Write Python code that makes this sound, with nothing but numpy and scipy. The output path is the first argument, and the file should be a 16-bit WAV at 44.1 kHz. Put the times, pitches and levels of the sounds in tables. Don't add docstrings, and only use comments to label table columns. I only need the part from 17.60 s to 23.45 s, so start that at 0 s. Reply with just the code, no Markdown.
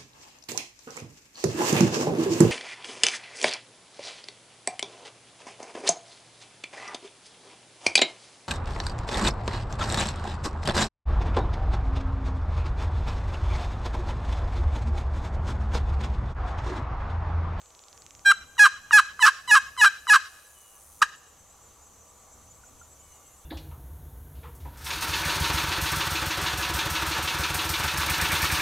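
import sys
import numpy as np
from scipy import signal
from scipy.fft import rfft, irfft, next_fast_len
from scipy.io import wavfile
from scipy.ndimage import uniform_filter1d, minimum_filter1d, map_coordinates

SR = 44100
rng = np.random.default_rng(int(sys.argv[2]) if len(sys.argv) > 2 else 0)


def invert_db(x):
    u = np.asarray(x, float) / 20
    return 10 ** u


def output_pcm(signal):
    pcm = np.clip(np.atleast_2d(signal).T, -1, 1) * 32767
    wavfile.write(sys.argv[1], SR, np.round(pcm).astype(np.int16))


N = 257981
T = np.arange(N) / SR

# lock in seconds, then squeal before it, hold, stumble and last grip in s.
YELP_TIMES = [
    (.660, .013, .053, .007, .005),
    (.996, .018, .053, .015, .016),
    (1.333, .020, 0.05, .014, .010),
    (1.629, 0.032, .027, .028, 0.017),
    (1.915, .041, .032, .014, .029),
    (2.217, .044, 0.023, 0.021, 0.028),
    (2.502, .028, 0.032, .026, .018),
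]
# squeal in Hz, locked rate in Hz, sag before the break in Hz,
# last grip in Hz, level in dB.
YELP_GRIPS = [(800, 800, 12, 680, -11), (979.5, 834, 40, 540, -7), (960, 848, 55, 520, -6),
              (1034, 862, 25, 545, -8), (1024, 844, 1, 545, -6.5), (1041, 849, 1, 800, -8),
              (1012, 842, 5, 540, -7.5)]
# time in seconds, slip rate in Hz, level in dB, unevenness of the
CLUCK_STROKE = [
    (3.414, 1207, -27.5, 0, 0.1),
    (3.4192, 1190, -6, 0.08, 0.14),
    (3.422, 1150, -19, 0.15, 0.16),
    (3.424, 956, -16, 0.2, .4),
    (3.426, 870, -11, 0.08, 0),
    (3.4295, 860, -13, 0.08, 0.1),
    (3.433, 850, -26, .25, 0),
    (3.448, 820, -37, .3, 0),
]
# time in seconds, level in dB.
LID_TAPS = [(.968, -37), (1.3088, -13), (1.5927, -15), (2.166, -29), (2.4692, -17), (3.4091, -35)]
# frequency in Hz, width in Hz, level in dB, polarity with weight.
BOX_MODES = [(1018, 240, -14.5, 0.93), (1227, 130, -0.5, -1.368), (1430, 180, -16.5, 0.92),
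             (1616, 170, 1, 0.85), (2400, 200, -19, 0.72), (2980, 232, -15.5, -1.375), (3303, 82, -22, 1),
             (3972, 110, -12, 1), (4500, 300, -27, 0.92), (5030, 160, -23.5, 0.87), (5570, 280, -20.5, 0.9),
             (6550, 170, -25, 1), (7860, 200, -21.5, 0.96), (8184, 430, -23.5, -1.3),
             (9300, 250, -32.5, -0.96), (10150, 250, -34.5, -1), (10970, 170, -20, -1.1),
             (11900, 760, -34.5, -1.4), (12540, 300, -33.5, 0.91), (14600, 600, -35, 1)]
# frequency in Hz, level in dB per Hz.
CHALK_COLOUR = [(500, -46), (800, -23.5), (1100, -3.5), (1500, -5.5), (3000, -5.5), (5000, 3), (8000, -7.5),
                (12000, -16), (16000, -34.5)]
# delay in seconds, level in dB.
TRUNK_ECHO = [(.004, -2.5), (.03, 0.5), (.05, -8), (.085, -8.5), (.115, -6.5), (.127, -12.5), (.16, -17),
              (.25, -19.5), (.4, -29), (.65, -29)]
# frequency in Hz, rate in dB per half second.
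LEAF_LOSS = [(500, -18), (1500, -14.5), (3000, -4), (6000, -10), (12000, -53.5)]
# frequency in Hz, level in dB.
BARK_COLOUR = [(600, -4), (1300, -6.5), (1700, -1), (2400, 0), (4000, 2), (7000, 4), (14000, -4.5)]
# time in seconds, peak in dB, pitch in Hz, 60 dB decay in seconds.
KNOCKS = [
    (5.036, -45, 1440, 0.028),
    (5.2135, -42, 1390, 0.035),
    (3.5605, -38, 9500, .002),
]
# time in seconds, peak in dB.
WING_SNAPS = [(0.0154, -43), (0.0583, -44), (0.1044, -44), (0.1491, -41.5), (0.1915, -40), (0.2374, -42),
              (0.2833, -40), (0.3282, -39.5), (0.376, -38), (0.4199, -37.5), (0.4638, -33.5), (0.5072, -35),
              (0.5501, -36), (0.5931, -39)]
# time in seconds, extra path by the ground in metres.
GROUND_DETOUR = [(0, 0.06), (.33, .04), (.375, 0.083), (.42, 0.11), (.46, 0.074), (.6, .086)]
# pitch in Hz, level in dB, share of the time spent singing.
CRICKET_VOICES = [(7058, -60.5, 0.21), (7690, -62.5, .3), (6170, -61, .14)]
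# chirps per second, middle of the first chirp in seconds.
CRICKET_BEATS = [(6.0, .074), (8.56, .06), (6.32, .152)]
# time in seconds, level in dB.
BUZZ_LEVEL = [(2.64, -62), (3.21, -56.5), (3.405, -54)]
# start in seconds, length in seconds, pitch in Hz, fall in Hz, level in dB.
BIRD_CALLS = [
    (2.945, .245, 3057, 200, -65),
    (5.384, .365, 2357, 280.5, -71.5),
]
# time in seconds, half length in seconds, level in dB, centre in Hz.
LEAF_SWISH = (4.11, .06, -69, 3500)
# frequency in Hz, level in dB per Hz.
AIR_COLOUR = [(20, -7.5), (70, -2.5), (170, -10.5), (330, -13.5), (480, -12), (1300, -13), (1600, -20.5),
              (5400, -23.5), (6000, -10.5), (7800, -13), (8500, -19.5), (13000, -24), (15500, -32),
              (16000, -41)]
# frequency in Hz, correlation from 0 to 1.
AIR_LIKENESS = [(60, 1), (150, 0.78), (380, 0.74), (950, 0.84), (2380, 0.99), (5980, 0.58), (15000, 0.4965)]
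# frequency in Hz, width in Hz, level in dB over the noise.
ENGINE_DRONE = [(73.5, 10, 2.5), (490, 60, -4.5), (633, 27, -4), (790, 70, -2), (990, 36, -2.5),
                (1150, 45, 5), (1400, 33, -12.5)]
# time in seconds, level in dB.
TRAFFIC_LEVEL = [(0, -70.5), (1.09, -62), (2.38, -64), (3.22, -68.5), (4.38, -63.5), (5.85, -64.5)]
# time in seconds, level in dB.
BREEZE_LEVEL = [(0, -75.5), (2.38, -64), (3.22, -65.5), (3.5, -71), (4.89, -70.5), (5.85, -67)]


def unit(x):
    return x / np.sqrt(np.mean(x ** 2) + 1e-20)


def along(points, hz):
    f, v = np.transpose(points)
    return np.interp(np.log(hz + 1), np.log(f + 1), v)


def curves(rows):
    s, *cols = np.transpose(rows)
    return [np.interp(T, s, c) for c in cols] + [(T > s[0]) & (T < s[-1])]


def wobble(rate, size=N):
    coarse = np.arange(0, size + 16, 16)
    knots = rng.standard_normal(int(size * rate / SR) + 4)
    smooth = map_coordinates(knots, [coarse * rate / SR], mode="nearest")
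    return np.interp(np.arange(size), coarse, smooth)


def filtered(x, response):
    m = next_fast_len(N + SR // 2)
    return irfft(rfft(x, m) * response(np.fft.rfftfreq(m, 1 / SR)), m)[..., :N]


def ring(f, hz, width_hz):
    return 1j * f * width_hz / (hz * hz - f * f + 1j * f * width_hz)


def pulses(times, sizes):
    at = np.floor(times * SR).astype(int)[:, None] + np.arange(-8, 9)
    off = at - times[:, None] * SR
    clicks = sizes[:, None] * np.sinc(off) * np.cos(off * np.pi / 18) ** 2
    return np.bincount(at.ravel(), clicks.ravel(), N)[:N]


def pan(x, left_db):
    return np.array([x * invert_db(left_db / 2), x * invert_db(-left_db / 2)])


def lid():
    slips, grit = np.zeros(N), np.zeros(N)
    strokes = [yelp(*row) for row in zip(YELP_TIMES, YELP_GRIPS)] + [CLUCK_STROKE]
    for rows in strokes:
        s, *cols = np.transpose(rows)
        t = np.arange(s[0], s[-1], 1 / SR)
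        hz, db, uneven, alternate = (np.interp(t, s, c) for c in cols)
        chance = np.interp(t, s[0] + np.arange(SR // 5) / SR, wobble(420, size=SR // 5))
        stray = 1.3 * np.maximum(uneven - .035, 0) * chance + .004 * chance
        turns = np.cumsum(hz * np.exp(stray)) / SR
        count = np.arange(1, int(turns[-1]))
        at = np.searchsorted(turns, count)
        overtones = np.abs(box(hz[at, None] * np.arange(1, 13)))
        carried = np.sqrt(2 * np.sum(overtones ** 2, axis=1)) * hz[at] / SR
        slip_db = db[at] + 14 * uneven[at] * rng.standard_normal(300)[:len(at)]
        size = invert_db(slip_db) / carried * np.minimum(count / 3, 1)
        slips += pulses(np.interp(count, turns, t), size * (1 + alternate[at] * (-1.) ** count))
        roughness = .004 + .9 * np.maximum(uneven - .012, 0)
        grit[round(s[0] * SR):][:len(t)] = invert_db(db) * roughness * (1 + np.cos(2 * np.pi * turns))
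    chalk = unit(filtered(rng.standard_normal(N), lambda f: invert_db(along(CHALK_COLOUR, f))))
    return filtered(slips + taps(), box) + invert_db(2.0) * grit * chalk


def yelp(timing, grip):
    lock, squeal, hold, stumble, last = timing
    squeal_hz, lock_hz, sag_hz, last_hz, db = grip
    brake, end = lock + hold, lock + hold + stumble + last
    snap_s, swell_s, fall_hz_per_s = .006, .022, 2200
    squeal_db, rise_db = -17.5, 16
    glide_s = squeal - snap_s
    snap_hz = max(squeal_hz - fall_hz_per_s * glide_s, lock_hz)
    snap_db = squeal_db - rise_db * max(1 - glide_s / swell_s, 0)
    rough, limp = 9 * stumble, np.clip(14 * stumble, .27, 1)
    worn, steady, last_rough = .14 * rough, .025, .045
    stumble_hz, stumble_db = 712, -2.5
    fade_s, fade_db, last_fall = .011, -20, .04
    return [(lock - squeal, squeal_hz, squeal_db - rise_db, steady, 0),
            (lock - snap_s, snap_hz, snap_db, steady, 0),
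            (lock, lock_hz, db - 2.5, 0, 0),
            (lock + .65 * hold, lock_hz, db, worn, .1 * limp),
            (brake, lock_hz - sag_hz, db, 2 * worn, limp),
            (brake + .4 * stumble, stumble_hz, db + stumble_db, rough, limp),
            (brake + stumble, last_hz, db, last_rough, limp / 2),
            (end - min(fade_s, .8 * last), last_hz * (1 - last_fall / 2), db + 2 * stumble_db,
             last_rough, limp / 2),
            (end, last_hz * (1 - last_fall), db + fade_db, 2 * steady, 0)]


def box(f, low_hz=760, high_hz=9000):
    u, v = 1j * f / low_hz, 1j * f / high_hz
    modes = sum(sign * invert_db(db) * ring(f, hz, w) for hz, w, db, sign in BOX_MODES)
    return modes * (u * u / (1 + 0.77 * u + u * u)) ** 2 / (1 + 1.14 * v + v * v)


def taps():
    push, t = np.zeros(N), np.arange(200) / SR
    for s, db in LID_TAPS:
        grain = 1 + .6 * rng.standard_normal(len(t))
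        push[round(s * SR):][:len(t)] = invert_db(db + 12 - 60 * t / .003) * grain
    return push


def trees(x):
    size = SR * 7 // 10
    t = np.arange(size) / SR
    trunks = invert_db([2.5 * wobble(120, size=size) for side in range(2)])
    shared, own = rng.standard_normal((2, size)) * [[1], [.45]]
    decay = invert_db(np.interp(t, *np.transpose(TRUNK_ECHO), left=-90))
    noise = trunks * np.array([shared + own, shared - own]) * decay
    hz, frame, z = signal.stft(noise, SR, nperseg=256)
    loss_db = along(LEAF_LOSS, hz)[:, None] * frame * 2
    tail = signal.istft(z * invert_db(loss_db + along(BARK_COLOUR, hz)[:, None]), SR, nperseg=256)[1]
    return signal.fftconvolve(x[None], tail / np.linalg.norm(tail[0]), axes=1)[:, :N]


def plocks():
    out, t = np.zeros(N), np.arange(SR // 20) / SR
    for s, db, hz, t60 in KNOCKS:
        envelope = invert_db(db + 5.0 - 60 * t / t60) * (1 - np.exp(-15 * t / t60))
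        out[round(s * SR):][:len(t)] += envelope * np.sin(2 * np.pi * hz * t)
    return out


def ticker():
    out, t = np.zeros((2, N)), np.arange(130) / SR - .001
    snap = lambda u: np.exp(-(u / .00009) ** 2) * np.sin(2 * np.pi * 5300 * u)
    for s, db in WING_SNAPS:
        late = np.interp(s, *np.transpose(GROUND_DETOUR)) / 343
        pair = invert_db(db + 4) * (snap(t) - .8 * snap(t - late))
        out[:, round(s * SR):][:, :len(t)] += pan(pair, -5.5)
    return out


def crickets():
    out = np.zeros((2, N))
    for (hz, db, share), (rate, middle) in zip(CRICKET_VOICES, CRICKET_BEATS):
        beat = (T - middle) * rate + share / 2 + .04 * wobble(1.5)
        gate = uniform_filter1d(1. * (beat % 1 < share), size=400)
        unsteady_db = 1.5 * wobble(7) + 3 * wobble(60)
        level = invert_db(db + .8 * (T - 1.0) + unsteady_db)
        tone = np.sin(2 * np.pi * np.cumsum(hz + 30 * wobble(80)) / SR) * level
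        out += pan(gate * tone, 2.5 * rng.standard_normal())
    return out


def buzz():
    db, on = curves(BUZZ_LEVEL)
    strokes = invert_db(15 * np.cos(2 * np.pi * np.cumsum(110 + 4 * wobble(2.7)) / SR))
    resonance = lambda f: ring(f, 9500, 860) + .4 * ring(f, 10900, 1500)
    wing = filtered(strokes * rng.standard_normal(N), resonance)
    return pan(invert_db(db) * uniform_filter1d(1. * on, size=2000) * unit(wing), 1.5)


def bird_glide(s, length, hz, fall, db):
    attack, hook = 0.089, 0.41
    return curves([(s, hz, db - 4.5),
                   (s + attack * length, hz - hook * fall, db),
                   (s + length, hz - fall, db - 4)])


def birds():
    (hz, db, on), (caw_hz, caw_db, caw_on) = [bird_glide(*call) for call in BIRD_CALLS]
    pitch = np.cumsum(hz + 8 * wobble(60)) / SR
    whistle = on * invert_db(db + 3.5 + 2.5 * wobble(30)) * np.sin(2 * np.pi * pitch)
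    turn = 2 * np.pi * np.cumsum(caw_hz + 15 * wobble(60)) / SR / 3
    partials = zip((2, 3, 4), (-2, 2, 1.5))
    caw = sum(invert_db(level + 3 * wobble(20)) * np.sin(k * turn) for k, level in partials)
    return pan(whistle + caw_on * invert_db(caw_db) * caw, 0.32)


def rustle():
    s, half, db, hz = LEAF_SWISH
    swish = unit(filtered(rng.standard_normal(N), lambda f: ring(f, hz, 2500) ** 2))
    return pan(invert_db(db) * np.exp(-((T - s) / half) ** 2) * swish, 0)


def air():
    rumble_db, hiss_db = curves(TRAFFIC_LEVEL)[0], curves(BREEZE_LEVEL)[0]
    z = signal.stft(rng.standard_normal((2, N)), nperseg=512)[2]
    patches = uniform_filter1d(rng.standard_normal(z.shape[1:]), size=5, axis=0)
    patches = uniform_filter1d(patches, size=12, axis=1)
    pair = signal.istft(z * invert_db(1.3 * unit(patches)), nperseg=512)[1][:, :N]
    turn = lambda f: np.arccos(np.clip(along(AIR_LIKENESS, f), -1, 1)) / 2
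    drone = lambda f: 1 + sum(invert_db(db) * np.abs(ring(f, hz, w)) ** 2 for hz, w, db in ENGINE_DRONE)
    colour = lambda f: invert_db(along(AIR_COLOUR, f)) * [np.cos(turn(f)), np.sin(turn(f))] * drone(f)
    mid, side = filtered(pair, colour)
    both = invert_db(-55) * unit(np.array([mid + side, mid - side]))
    both = both + filtered(both, lambda f: (f < 120) * np.array([[.1], [-.1]]))
    low, high = filtered(both, lambda f: f < 300), filtered(both, lambda f: f > 8200)
    rumble = low * (invert_db(rumble_db + 65.5 + 1.5 * wobble(5)) - 1)
    hiss = high * (invert_db(hiss_db + 71) - 1)
    return both + rumble + hiss


def scene():
    call = lid() + plocks()
    side = filtered(call, lambda f: invert_db(-21.5) * ring(f, 6000, 14000))
    near = pan(call, -0.98) + np.array([side, -side]) * wobble(3.6)
    woods = ticker() + crickets() + buzz() + birds() + rustle() + air()
    return near + invert_db(-18.5) * trees(call) + woods


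def roll_off(x):
    return signal.sosfilt(signal.butter(12, 16420, fs=SR, output="sos"), x)


def record(dry):
    need = np.minimum(1, 0.85 / (np.abs(dry).max(axis=0) + 1e-9))
    gain = uniform_filter1d(minimum_filter1d(need, size=200), size=120)
    keep = np.exp(-1 / (.45 * SR))
    loud = signal.lfilter([1 - keep], [1, -keep], np.abs(dry).mean(axis=0))
    held = dry * gain * invert_db(-3 * np.tanh(loud / 0.057))
    thump = filtered(held ** 2, lambda f: ring(f, 140, 300) * (f > 60))
    mix = filtered(held + .05 * thump, lambda f: f < 16000)
    return roll_off(mix)


dry = scene()
out = record(dry)
output_pcm(out)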